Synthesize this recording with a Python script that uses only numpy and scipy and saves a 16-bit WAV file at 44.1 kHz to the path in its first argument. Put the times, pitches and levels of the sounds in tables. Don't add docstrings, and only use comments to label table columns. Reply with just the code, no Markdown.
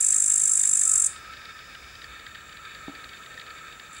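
import sys
import numpy as np
from scipy import signal
from scipy.fft import rfft, irfft
from scipy.io import wavfile
from scipy.ndimage import uniform_filter1d, minimum_filter1d

SR = 44100
rng = np.random.default_rng(int(sys.argv[2]) if len(sys.argv) > 2 else 0)


def digitize_waveform(pressure):
    field = np.atleast_2d(pressure).T
    bounded = np.clip(field, -1, 1)
    quanta = np.round(bounded * 32767).astype(np.int16)
    wavfile.write(sys.argv[1], SR, quanta)


N = 176400

# pitch_hz, width_hz, whir_level_db, tick_level_db (levels compare the rows)
HOUSING = [(1596, 118, -1, -10.5), (1798, 106, 0.5, 6), (1916, 83, -13.5, -10.5), (2225, 122, -4.5, -2),
           (2366, 104, -8.5, -2), (2551, 190, -4, -11), (2995, 89, -11, -3), (3334, 290, -13.5, 7),
           (3670, 226, -2.5, 9), (4085, 250, -18, -1), (4510, 530, -9, 3)]
# time_s, level_db
WHIR_LEVEL = [(0, -49), (.7, -49), (1.3, -47), (1.7, -48), (2.1, -46.5), (2.9, -48), (3.4, -47.5), (4, -46)]
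WHIR_FLUTTER_DB, WHIR_FLUTTER_PER_S = 1.91, 45
DRONE_HZ, DRONE_WIDTH_HZ, DRONE_THROB_DB, DRONE_THROB_PER_S = 1298, 124, 1.6, 30
# time_s, level_db
DRONE_LEVEL = [(0, -52.5), (.45, -52), (.6, -57), (.8, -51.5), (.92, -46), (1.01, -44), (1.07, -54.5),
               (1.13, -48), (1.3, -47), (1.6, -51.5), (1.85, -52.5), (2.12, -48), (2.38, -53.5),
               (2.7, -49.5), (2.88, -48.5), (3.2, -51.5), (3.55, -49), (3.68, -46), (3.8, -50), (4, -51.5)]
# start_s, level_db
TICKS = [(0.1077, -52), (0.131, -32.5), (0.3056, -38), (0.4, -34.5), (0.6029, -36), (0.634, -33),
         (0.7308, -36.5), (0.816, -36.5), (1.0409, -38), (1.129, -37), (1.1593, -33.5), (1.3334, -35),
         (1.3678, -35.5), (1.4132, -37), (1.4517, -32), (1.5882, -35.5), (1.748, -33), (1.8382, -39),
         (1.951, -34), (2.015, -34.5), (2.0397, -30.5), (2.1924, -35), (2.263, -30.5), (2.3442, -33.5),
         (2.3524, -35), (2.4053, -36.5), (2.4914, -34.5), (2.5232, -34), (2.5674, -35.5), (2.6502, -35),
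         (2.7082, -41), (2.746, -34.5), (2.9493, -36), (3.039, -33), (3.0889, -34.5), (3.131, -35),
         (3.1688, -39), (3.2586, -34), (3.3393, -37), (3.3723, -33), (3.3948, -30), (3.4104, -32),
         (3.463, -36.5), (3.5016, -37), (3.5816, -37.5), (3.7223, -35), (3.7948, -32.5), (3.9659, -36)]
TICK_S, TICK_DB, TICK_HISS_DB = 0.0068, -6, -17
TICK_TOP_HZ, TICK_SPILL_DB = 4660, -8

# pitch_hz, level_db, beat_depth (0 to 1)
WHINE = [(4775, -69, .5), (4930, -61, .1), (5195, -67.5, .5), (5378, -66, .1), (5652, -72, .7),
         (5825, -78, .3), (6062, -73, .9), (6272, -76, .3), (6525, -78, .6), (6720, -78, .6)]
WHINE_BEAT_PER_S, WHINE_WANDER_HZ = 17, 3
WHINE_END_S, WHINE_FADE_S = 2.09, .06
# pitch_hz, level_db
STEADY_TONES = [(1953, -69), (15674, -70)]

# time_s, level_db
CHORUS_LEVEL = [(0, -66), (1.8, -64), (2.3, -60), (3, -60), (4, -58.5)]
CHORUS_HZ, CHORUS_WIDTH_HZ = 7310, 740
# time_s, level_db
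TRAFFIC_LEVEL = [(0, -77), (1.0, -69), (1.5, -64), (2.5, -67), (2.95, -61), (3.4, -60.5), (4, -65)]
TRAFFIC_HZ, TRAFFIC_WIDTH_HZ = 504, 304
# time_s, level_db
HUM_LEVEL = [(0, -60.5), (1.0, -62), (1.8, -57.5), (2.4, -59), (3, -61.5), (4, -63)]
HUM_HZ, HUM_WIDTH_HZ = 57.4, 36
# pitch_hz, level_db (compares the rows; AIR_DB sets the loudness)
AIR_COLOUR = [(20, -37), (35, -14), (55, -12.5), (80, -5.5), (130, -4), (220, -9.5), (400, -11),
              (600, -13.5), (900, -13.5), (2500, -13), (5000, -25.5), (6300, -19), (9000, -25),
              (12000, -30), (15500, -32)]
AIR_DB = -53.5

# time_s, syllables_per_s
SONG_RATE = [(0.0, 51.5), (0.15, 51.4), (0.42, 51.0), (0.69, 50.3), (0.9, 48.8), (1.07, 45.5)]
FIRST_S, STOP_S = .0095, 1.075
# time_s, level_db
SONG_LEVEL = [(0, -20), (.3, -20), (.55, -20), (.7, -21), (.9, -19.5), (1.07, -20)]
RESTART_S, RESTART_PER_S, RESTART_DB = 3.932, 56, -49.5
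# time_from_syllable_middle_ms, level_db
RIBS = [(-5.5, -5), (-3.5, -2.5), (-2.5, -1.5), (-2.0, -3), (-1.03, -2.5), (-0.04, 4), (0.9, 0),
        (1.9, -2.5), (2.5, -7)]
RIB_JITTER_MS, RIB_SCATTER_DB, SYLLABLE_JITTER_MS, SYLLABLE_SCATTER_DB = .2, .9, .45, .4
CLICK_GLIDE_MS_PER_KHZ = .3
# pitch_hz, level_db
TYMBAL_COLOUR = [(2500, -60), (4000, -64), (4700, -31.5), (5900, -23), (6250, -12.5), (6650, -13.5),
                 (7100, -3), (7500, -2), (8200, -3), (8700, -10.5), (9300, -11), (10150, -12.5),
                 (10600, -22), (11200, -27.5), (12200, -36.5), (13200, -31.5), (13600, -41), (14700, -40),
                 (15400, -37)]
# pitch_hz, width_hz, level_db
ABDOMEN = [(7525, 130, 0), (8020, 260, -8), (9292, 120, 2)]
ABDOMEN_DB = 2
# delay_s, time_to_fall_60_db_s, level_db
NEAR_ECHO = (.002, .07, -6.5)
# delay_s, time_to_fall_60_db_s, level_db
FAR_ECHO = (.025, 0.27, -15)

# start_s, level_db
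BUMPS = [(2.8815, -29), (2.8955, -37)]
# pitch_hz, time_to_fall_60_db_s, level_db
BODY = [(65, 0.11, -26), (207, 0.024, -0.5), (278, 0.065, -0.5), (640, 0.043, -8.5), (790, 0.04, -6),
        (890, .02, -10)]
BUMP_CONTACT_S = .0012
# delay_s, time_to_fall_60_db_s, level_db
BUMP_ECHO = (0.029, 0.39, -12)

LIMIT_DB, LIMIT_S, TOP_HZ = -6.8, .002, 15720


def undb(db):
    return 10 ** (np.asarray(db) / 20)


def unit(x):
    return x / np.sqrt(np.mean(x ** 2))


def curve(rows, t=None):
    if t is None:
        t = np.arange(N) / SR
    return np.interp(t, *np.array(rows, float).T)


def walk(rate):
    smoothing = max(int(SR / rate), 2) // 2
    knots = rng.standard_normal(2048)
    path = np.interp(np.arange(N) / SR * rate, np.arange(len(knots)), knots)
    return unit(uniform_filter1d(path, smoothing))


def band(x, hz, width):
    return signal.lfilter(*signal.iirpeak(hz, hz / width, fs=SR), x)


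def steep(x, hz, width):
    return band(band(x, hz, width), hz, width)


def colour(x, points):
    size = 2 * N
    hz, db = np.array(points, float).T
    f = np.maximum(np.arange(N + 1) * SR / size, 1)
    log_gain = np.log(undb(np.interp(np.log(f), np.log(hz), db)))
    cepstrum = irfft(log_gain)
    cepstrum[1:N] *= 2
    cepstrum[N + 1:] = 0
    return irfft(rfft(x, size) * np.exp(rfft(cepstrum)))[:N]


def clicks(times, gains):
    at = np.round(np.ravel(times) * SR).astype(int)
    keep = (at >= 0) & (at < N)
    return np.bincount(at[keep], np.ravel(gains)[keep], N)


def echo(x, delay, t60, db):
    t = np.arange(SR // 2) / SR
    decay = np.exp(-np.log(1000) * t / t60)
    tail = rng.standard_normal(len(t)) * (t > delay) * decay
    return undb(db) * signal.fftconvolve(x, tail / np.linalg.norm(tail))[:N]


def lens():
    t = np.arange(N) / SR
    jerks = 0
    for start, db in TICKS:
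        progress = np.clip((t - start) / TICK_S, 0, 1)
        jerks = jerks + undb(db + TICK_DB) * np.sqrt(np.abs(np.sin(np.pi * progress)))
    rub = rng.standard_normal(N) * undb(WHIR_FLUTTER_DB * walk(WHIR_FLUTTER_PER_S))
    rasp = rng.standard_normal(N) * jerks

    whir, ticks = 0, 0
    for k, (hz, width, whir_db, tick_db) in enumerate(HOUSING):
        shifted_rub = np.roll(rub, k * SR // 1000)
        whir = whir + undb(whir_db) * unit(steep(shifted_rub, hz, width))
        ticks = ticks + undb(tick_db) * unit(steep(rasp, hz, 2 * width))
    whir = undb(curve(WHIR_LEVEL)) * unit(whir)

    low_pass = signal.ellip(6, 1, 50, TICK_TOP_HZ, fs=SR, output="sos")
    ticks = signal.sosfilt(low_pass, ticks) + undb(TICK_SPILL_DB) * ticks
    ticks = unit(ticks) * np.sqrt(np.mean(jerks ** 2))
    tick_hiss = undb(TICK_HISS_DB) * band(rasp, 6800, 6500)

    throb = undb(DRONE_THROB_DB * walk(DRONE_THROB_PER_S))
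    drone = unit(steep(rng.standard_normal(N) * throb, DRONE_HZ, DRONE_WIDTH_HZ))
    return whir + ticks + tick_hiss + drone * undb(curve(DRONE_LEVEL))


def whines():
    t = np.arange(N) / SR
    whine = 0
    for hz, db, depth in WHINE:
        beat = np.sin(2 * np.pi * (WHINE_BEAT_PER_S * t + rng.random()))
        cycles = np.cumsum(hz + WHINE_WANDER_HZ * walk(29.3)) / SR
        whine = whine + undb(db) * (1 + depth * beat) * np.sin(2 * np.pi * cycles)
    fade = np.clip((WHINE_END_S - t) / WHINE_FADE_S, 0, 1)
    steady = sum(undb(db) * np.sin(2 * np.pi * hz * t) for hz, db in STEADY_TONES)
    return np.sqrt(2) * (whine * fade + steady)


def swell(hz, width, db):
    return unit(steep(rng.standard_normal(N), hz, width)) * undb(db)


def garden():
    chorus = swell(CHORUS_HZ, CHORUS_WIDTH_HZ, curve(CHORUS_LEVEL) + 1.0 * walk(60))
    traffic = swell(TRAFFIC_HZ, TRAFFIC_WIDTH_HZ, curve(TRAFFIC_LEVEL) + 1.5 * walk(6.9))
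    hum = swell(HUM_HZ, HUM_WIDTH_HZ, curve(HUM_LEVEL))
    air = unit(colour(rng.standard_normal(N), AIR_COLOUR)) * undb(AIR_DB + 0.51 * walk(1.95))
    return chorus + traffic + hum + air


def glide(x, ms_per_khz):
    khz_from_ring = (np.arange(N + 1) * SR / (2 * N) - ABDOMEN[0][0]) / 1000
    turn = np.exp(1j * np.pi * ms_per_khz * khz_from_ring ** 2)
    return irfft(rfft(x, 2 * N) * turn)[:N]


def tymbal(x):
    x = colour(glide(x, CLICK_GLIDE_MS_PER_KHZ), TYMBAL_COLOUR)
    ringing = sum(undb(db) * band(x, hz, width) for hz, width, db in ABDOMEN)
    return x + undb(ABDOMEN_DB) * ringing


def cicada():
    t = np.arange(N) / SR
    phase = np.cumsum(curve(SONG_RATE) * (t > FIRST_S)) / SR
    last = int(np.interp(STOP_S, t, phase))
    song = np.maximum(np.interp(np.arange(last + 1), phase, t), FIRST_S)
    restart = RESTART_S + np.arange(0, 6) / RESTART_PER_S
    times = np.r_[song, restart]
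    levels = np.r_[curve(SONG_LEVEL, song), np.full(len(restart), RESTART_DB)]

    rib_ms, rib_db = np.array(RIBS).T
    pull = rng.standard_normal((len(times), 2))
    rib = rng.standard_normal((len(times), 2, len(RIBS)))
    offset_ms = rib_ms + RIB_JITTER_MS * rib[:, 0] + SYLLABLE_JITTER_MS * pull[:, :1]
    db = levels[:, None] + rib_db + RIB_SCATTER_DB * rib[:, 1] + SYLLABLE_SCATTER_DB * pull[:, 1:]
    direct = tymbal(clicks(times[:, None] + offset_ms / 1000, undb(db)))
    wet = direct + echo(direct, *NEAR_ECHO) + echo(direct, *FAR_ECHO)
    return wet * np.sqrt(np.mean(undb(levels) ** 2) / np.mean(wet[t < STOP_S] ** 2))


def bump():
    t = np.arange(SR // 4) / SR
    ring = 0
    for hz, t60, db in BODY:
        ring = ring + undb(db) * np.cos(2 * np.pi * hz * t) * np.exp(-np.log(1000) * t / t60)
    push = np.sin(np.pi * np.minimum(t / BUMP_CONTACT_S, 1)) ** 2
    soft_ring = signal.fftconvolve(ring, push / push.sum())
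    start, db = np.array(BUMPS).T
    knock = signal.fftconvolve(clicks(start, undb(db)), soft_ring)[:N]
    return knock + echo(knock, *BUMP_ECHO)


def scene():
    return (lens() + whines() + garden() + cicada() + bump())[None]


def record(dry):
    envelope = np.abs(signal.hilbert(dry))
    size = int(LIMIT_S * SR)
    needed = np.minimum(undb(LIMIT_DB) / (envelope + 1e-9), 1)
    gain = uniform_filter1d(minimum_filter1d(needed, size), size)
    low_pass = signal.ellip(12, .1, 90, TOP_HZ, fs=SR, output="sos")
    return signal.sosfilt(low_pass, dry * gain)


dry = scene()
out = record(dry)
digitize_waveform(out)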